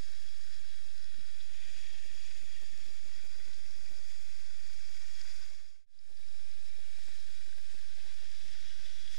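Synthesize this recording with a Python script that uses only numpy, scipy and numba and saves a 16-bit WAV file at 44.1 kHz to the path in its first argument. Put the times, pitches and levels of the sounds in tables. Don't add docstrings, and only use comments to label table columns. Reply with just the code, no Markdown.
import sys
import numpy as np
from scipy import signal
from scipy.fft import rfft, irfft
from scipy.io import wavfile
from numba import njit

SR = 44100
rng = np.random.default_rng(int(sys.argv[2]) if len(sys.argv) > 2 else 0)


def bounce(signal):
    frames = np.transpose(np.atleast_2d(signal))
    limited = np.clip(frames, -1, 1)
    pcm = np.round(limited * 32767).astype(np.int16)
    wavfile.write(sys.argv[1], SR, pcm)


N = 404838
TIME = np.arange(N) / SR
FREQ = np.maximum(np.arange(N // 2 + 1) * SR / N, 1)
CHANGE_S = 5.86

# (time [s], level [dB])
LOW_BAND_LEVEL = [(0, 0.5), (1.3, -3), (1.75, 7), (2.5, 11.5), (2.902, -16), (3.9, 11), (4.4, -6.5),
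                  (4.8, 10), (5.3, 10.5), (5.7, 6.5), (6.4, -13), (7.95, -19), (8.45, 7), (9.152, 12.5)]


def undb(db):
    return 10 ** (np.asarray(db) / 20)


def unit(x):
    return x / np.sqrt(np.mean(x ** 2))


def contour(points):
    return np.interp(TIME, *np.transpose(points))


def shape_db(points, freq):
    hz, db = np.transpose(points)
    return np.interp(np.log(freq), np.log(hz), db)


def colour(x, points):
    return irfft(rfft(x) * undb(shape_db(points, FREQ)), N)


def walk(rate_hz):
    return np.interp(TIME * rate_hz, np.arange(4096), rng.standard_normal(4096))


@njit
def bubbles(start_s, hz, cycles, amplitude, rise):
    out = np.zeros(N)
    for k in range(len(start_s)):
        first, length = int(start_s[k] * SR), int(cycles[k] / hz[k] * SR) + 2
        gain, phase = amplitude[k], 0.
        decay = np.exp(-np.log(1000) / length)
        for i in range(max(0, min(length, N - first))):
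            phase += 2 * np.pi * hz[k] * (1 + rise * i / length) / SR
            gain *= decay
            out[first + i] += gain * np.sin(phase)
    return out


def foam(count=60000, spread_db=1.64, cycles=26, bubble_db=-5.5, rush_db=-0.5):
    when, pitch, ring, strength = rng.random((count, 4)).T
    hz = 700 + 10500 * pitch
    exponential = np.minimum(-np.log(1 - strength), 5)
    amplitude = undb(spread_db * exponential) * np.sqrt(hz)
    near = bubbles(when * N / SR, hz, cycles * (0.2 + 1.9 * ring), amplitude, rise=0.19)
    return undb(bubble_db) * unit(near) + undb(rush_db) * rng.standard_normal(N)


def surge(crest_s, rise_s, fall_s):
    since = TIME - crest_s
    exponent = np.where(since < 0, (since / rise_s) ** 2, since / fall_s)
    return np.exp(-np.minimum(exponent, 60))


def surf(foam_lag_s=0.079, foam_linger=1.11, foam_gain_db=2):
    # (churn [dB], fizz [dB], spray [dB])
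    calm = [(-1.0, -3, -4), (-2.5, -4.5, -15)]
    # (time [s], rise [s], drain [s], level [dB], foam re water [dB])
    waves = [(0.05, 0.3, 0.7, -12, 7.5), (1.68, 0.13, 0.38, 2, -6.5), (2.15, 0.41, 0.68, -0.5, -5.5),
             (4.1, 0.81, 1.3, -18.5, 11.5), (5.32, 0.61, 0.56, -2, -1), (7.05, 0.38, 1.08, 1.5, -5),
             (8.2, 0.33, 1.9, -3, -4.5), (8.95, 0.069, 0.77, -6, -3)]
    # (time [s], level [dB], foam re water [dB])
    splashes = [(0.54, -14.5, 10), (1.56, -6, -8), (4.1, -2.5, -1), (4.96, -2, -7), (5.21, 2.5, -4),
                (5.3, 3, -4.5), (5.44, 2.5, -7), (6.68, -8.5, 4), (7.06, -8, 0), (7.36, -5, 0),
                (7.73, -10, 5), (8.11, 0, -10), (8.87, -0.5, -3.5), (9.15, 4.5, -4)]
    water = froth = 0
    for s, rise, drain, db, foam_db in waves:
        water += undb(db) ** 2 * surge(s, rise, drain)
        froth += undb(db + foam_db) ** 2 * surge(s + foam_lag_s, rise, drain * foam_linger)
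    for s, db, foam_db in splashes:
        slap = surge(s, rise_s=0.031, fall_s=0.02)
        water += undb(db) ** 2 * slap
        froth += undb(db + foam_db) ** 2 * slap
    froth *= undb(foam_gain_db) ** 2
    return [np.sqrt(undb(np.where(TIME < CHANGE_S, before, after)) ** 2 + power)
            for before, after, power in zip(*calm, (water, froth, froth))]


def wash(edges_hz=(720, 4300, 6000), slop_db=0.22, lap_db=0.5, flicker_db=0.98, waver_db=6.5, gain_db=-57.5):
    spectrum = rfft(foam())
    high_passes = [1] + [1 / (1 + (edge / FREQ) ** 16) for edge in edges_hz] + [0]
    common_db = slop_db * walk(35) + lap_db * walk(8)
    low_gain = undb(contour(LOW_BAND_LEVEL) + waver_db * walk(9.8))
    out = 0
    for lower, upper, gain in zip(high_passes, high_passes[1:], [low_gain] + surf()):
        band = irfft(spectrum * (lower - upper), N)
        out += band * gain * undb(common_db + flicker_db * walk(70))
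    return undb(gain_db) * out


def rock_echo(water, delay_s=0.0021, sway=0.13, echo_db=-14):
    lag_s = delay_s * (1 + sway * walk(2.5))
    return water + undb(echo_db) * np.interp(TIME - lag_s, TIME, water)


def housing_response(resonances, size=2048):
    # (frequency [Hz], level [dB])
    wall = [(400, -20.5), (600, -12), (1200, -18), (1370, -23), (1470, -10.5), (2900, -2.5), (4300, -1),
            (6000, -2), (7800, -5), (9500, -11), (14000, -18)]
    freq = np.maximum(np.arange(size // 2 + 1) * SR / size, 1)
    peaks_db = sum(lift * .5 ** ((2 * (freq - hz) / width) ** 2) for hz, width, lift in resonances)
    cepstrum = irfft(np.log(undb(shape_db(wall, freq) + peaks_db)))
    cepstrum[1:size // 2] *= 2
    cepstrum[size // 2 + 1:] = 0
    return irfft(np.exp(rfft(cepstrum)))


def housing():
    # (frequency [Hz], bandwidth [Hz], gain [dB])
    open_water = [(1406, 685, 16), (1860, 204, 9.5), (2360, 670, 9), (3350, 260, 10), (3910, 410, 7),
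                  (4810, 520, 9.5), (5340, 570, 8), (6000, 460, -3), (6720, 640, 6), (8650, 190, 8)]
    edge = [(1353, 814, 15.5), (1878, 220, 6.5), (2328, 576, 11), (3388, 290, 8.5), (3970, 290, 3),
            (4916, 640, 11.7), (5520, 280, 8), (6770, 950, 7), (8400, 310, 3), (2970, 79, -11)]
    below = [(1486, 1190, 9.9), (1850, 240, 6.2), (2480, 550, 9.9), (3330, 330, 9.7), (3850, 550, 3.1),
             (4820, 390, 11.4), (5430, 520, 8.2), (6830, 630, 9.8), (8730, 440, 6.8)]
    ahead = [(1610, 920, 11.7), (2400, 240, 7.8), (3415, 135, 6.9), (3895, 270, 6.5), (4936, 490, 8.6),
             (5380, 210, 8), (6600, 290, 4), (7270, 340, 5.7), (8570, 350, 8.5)]
    side = [(1530, 1120, 14.7), (2540, 840, 6.7), (3390, 430, 12.5), (3890, 310, 8.2), (4970, 920, 11.1),
            (5450, 200, 4.4), (5900, 460, 6.5), (6800, 520, 4.4), (8900, 4400, 4)]
    # (time [s], place [name])
    loudest_water = [(1.3, "open"), (1.6, "below"), (2.35, "below"), (3.3, "edge"), (5.8, "edge"),
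                     (5.9, "ahead"), (7.7, "ahead"), (8.8, "side")]
    by_place = {"open": open_water, "edge": edge, "below": below, "ahead": ahead, "side": side}
    responses = np.array([housing_response(resonances) for resonances in by_place.values()])
    times, places = zip(*loudest_water)
    shares = np.array([np.interp(TIME, times, np.array(places) == place) for place in by_place])
    return responses, shares


def flutter(rate_hz=44, steepness=3.3, left_db=-11):
    # (frequency [Hz], level [dB])
    spectrum = [(50, -15), (110, 7.5), (150, 0), (220, 2), (300, -1.5), (400, -15), (650, -23), (900, -20),
                (2500, -66)]
    # (time [s], level [dB])
    swell = [(0, -59.5), (1.3, -50), (1.7, -56), (2.8, -55), (3.7, -52.5), (4.2, -55.5), (5.2, -62.5),
             (6.0, -54.5), (6.6, -59.5), (9.1, -55)]
    gates = np.array([unit(1 + np.tanh(steepness * (walk(rate_hz) - .5))) for side in range(2)])
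    noise = colour(rng.standard_normal((2, N)), spectrum)
    return noise * gates * undb(contour(swell)) * undb([[left_db], [0]])


def rumble(left_db=-20, waver_db=3.0, low_band_share=0.33, first_db=0.36, second_db=1.0):
    # (frequency [Hz], level [dB])
    spectrum = [(15, -36.5), (45, -39.5), (90, -44.5), (140, -65), (280, -62.5), (430, -70.5), (1000, -89)]
    stretch_db = np.where(TIME < CHANGE_S, first_db, second_db)
    db = stretch_db + low_band_share * contour(LOW_BAND_LEVEL) + waver_db * np.tanh(walk(12))
    return colour(rng.standard_normal((2, N)), spectrum) * undb(db) * undb([[left_db], [0]])


def pats(reference_hz=390, left_db=-15, steepness=4.0, size=8192):
    # (frequency [Hz], level [dB])
    spectrum = [(60, -51), (200, -0.5), (300, 1), (500, -0.5), (760, -5.5), (1020, -13), (2500, -24.5)]
    # (time [s], level [dB], duration [s], pitch [Hz])
    bursts = [(0.099, -67.5, .045, 400), (0.236, -70, 0.067, 200), (0.463, -68.5, 0.049, 200),
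              (0.573, -71, 0.056, 190), (0.76, -72, 0.025, 227), (0.868, -64, 0.013, 400),
              (1.527, -68, 0.033, 380), (1.857, -68, .012, 380), (1.938, -64, 0.046, 370),
              (2.057, -61, 0.031, 345), (2.152, -62, 0.023, 330), (2.286, -67.5, 0.045, 430),
              (2.366, -66.5, 0.057, 350), (2.437, -63, 0.038, 350), (2.629, -60, 0.03, 380),
              (2.692, -69.5, 0.022, 210), (2.786, -62.5, 0.022, 343), (2.89, -62.5, 0.073, 324),
              (3.073, -63, 0.043, 362), (3.171, -64.5, 0.042, 286), (3.252, -61, 0.035, 350),
              (3.365, -63, 0.018, 380), (3.401, -64, 0.045, 356), (3.474, -64.5, 0.054, 430),
              (3.583, -64, 0.026, 350), (3.767, -63, 0.018, 258), (3.837, -64, 0.012, 440),
              (3.913, -60.5, 0.041, 256), (3.995, -64, .018, 342), (4.275, -71, 0.036, 219),
              (4.397, -69, .026, 230), (4.658, -71, 0.047, 320), (4.76, -70, .028, 340),
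              (4.903, -68, 0.047, 380), (5.394, -64.5, 0.024, 280), (6.109, -61, 0.041, 400),
              (6.196, -62.5, 0.012, 260), (6.317, -64, 0.012, 380), (6.451, -67.5, 0.018, 307),
              (6.585, -66.5, 0.026, 294), (6.685, -64.5, 0.01, 480), (6.788, -61, 0.016, 413),
              (6.881, -60, 0.0062, 450), (6.986, -59, 0.0075, 410), (7.085, -60.5, 0.013, 400),
              (7.188, -62.5, .011, 427), (7.298, -63.5, 0.017, 307), (7.479, -59.5, 0.013, 333),
              (7.581, -62, 0.016, 390), (7.745, -60.5, 0.021, 437), (7.983, -61.5, .015, 487),
              (8.06, -64, 0.051, 474), (8.228, -63.5, 0.031, 480), (8.456, -64.5, .04, 362)]
    out = np.zeros((2, N + size))
    freq = np.maximum(np.arange(size // 2 + 1) * SR / size, 1)
    for (s, db, duration, hz), noise in zip(bursts, rng.standard_normal((len(bursts), 2, size))):
        first = max(int(s * SR) - size // 2, 0)
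        grain = irfft(rfft(noise) * undb(shape_db(spectrum, freq * reference_hz / hz)))
        since = (first + np.arange(size)) / SR - s
        window = np.exp(-np.abs(2 * since / duration) ** steepness)
        rms = undb(db) * np.sqrt(np.mean(window ** 2))
        out[:, first:first + size] += rms * np.array([unit(side * window) for side in grain])
    return out[:, :N] * undb([[left_db], [0]])


def drops(responses, shares, rise=0.21, detune=0.046, satellite_db=-4, count=6, size=4096):
    # (time [s], peak level [dB], pitch [Hz], ring length [cycles])
    near_drops = [(0.98, -46, 4900, 18), (1.043, -44, 4990, 13), (1.211, -46, 5100, 16),
                  (1.4028, -45, 3400, 38), (1.4098, -45, 3740, 50), (1.892, -58, 1800, 74),
                  (2.7762, -44, 5270, 16), (3.5314, -47, 3730, 38), (3.708, -46, 5020, 30),
                  (3.986, -45, 4970, 32), (4.968, -50, 2130, 37), (5.215, -38, 5200, 20),
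                  (5.989, -42, 4820, 36), (6.1698, -48, 4670, 48), (6.228, -56, 2260, 59),
                  (8.855, -47, 3390, 105), (9.076, -41, 3110, 24), (9.146, -49, 3460, 100)]
    out = np.zeros(N + 2 * size)
    satellite = np.arange(count) > 0
    for s, db, hz, cycles in near_drops:
        first = int(s * SR)
        delay_s = satellite * rng.random(count) * cycles / hz / 2
        pitch = hz * np.exp(detune * satellite * rng.standard_normal(count))
        plip = bubbles(delay_s, pitch, cycles / (1. + satellite), undb(satellite_db * satellite), rise)
        inside = signal.fftconvolve(plip[:size], shares[:, first] @ responses)
        out[first:first + len(inside)] += undb(db) * inside / np.abs(inside).max()
    return out[:N]


def scene(right_db=-6.0):
    responses, shares = housing()
    water = rock_echo(wash())
    sea = sum(share * signal.oaconvolve(water, response)[:N] for share, response in zip(shares, responses))
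    sea += drops(responses, shares)
    return sea * undb([[0], [right_db]]) + pats() + flutter() + rumble()


def record(dry, fade_s=.49, cutoff_hz=14900):
    # (frequency [Hz], level [dB])
    self_noise = [(30, -63.5), (70, -70), (200, -72), (450, -85), (620, -70.5), (780, -62), (1300, -63.5),
                  (3000, -64.5), (10000, -68), (15000, -77)]
    offset = np.array([[-.0053], [.0447]])
    hiss = colour(rng.standard_normal((2, N)), self_noise)
    fade = np.minimum(np.abs(TIME - CHANGE_S) / fade_s, 1)
    low_pass = signal.ellip(10, .1, 70, cutoff_hz, fs=SR, output="sos")
    return fade * (offset + signal.sosfilt(low_pass, dry + hiss))


dry = scene()
out = record(dry)
bounce(out)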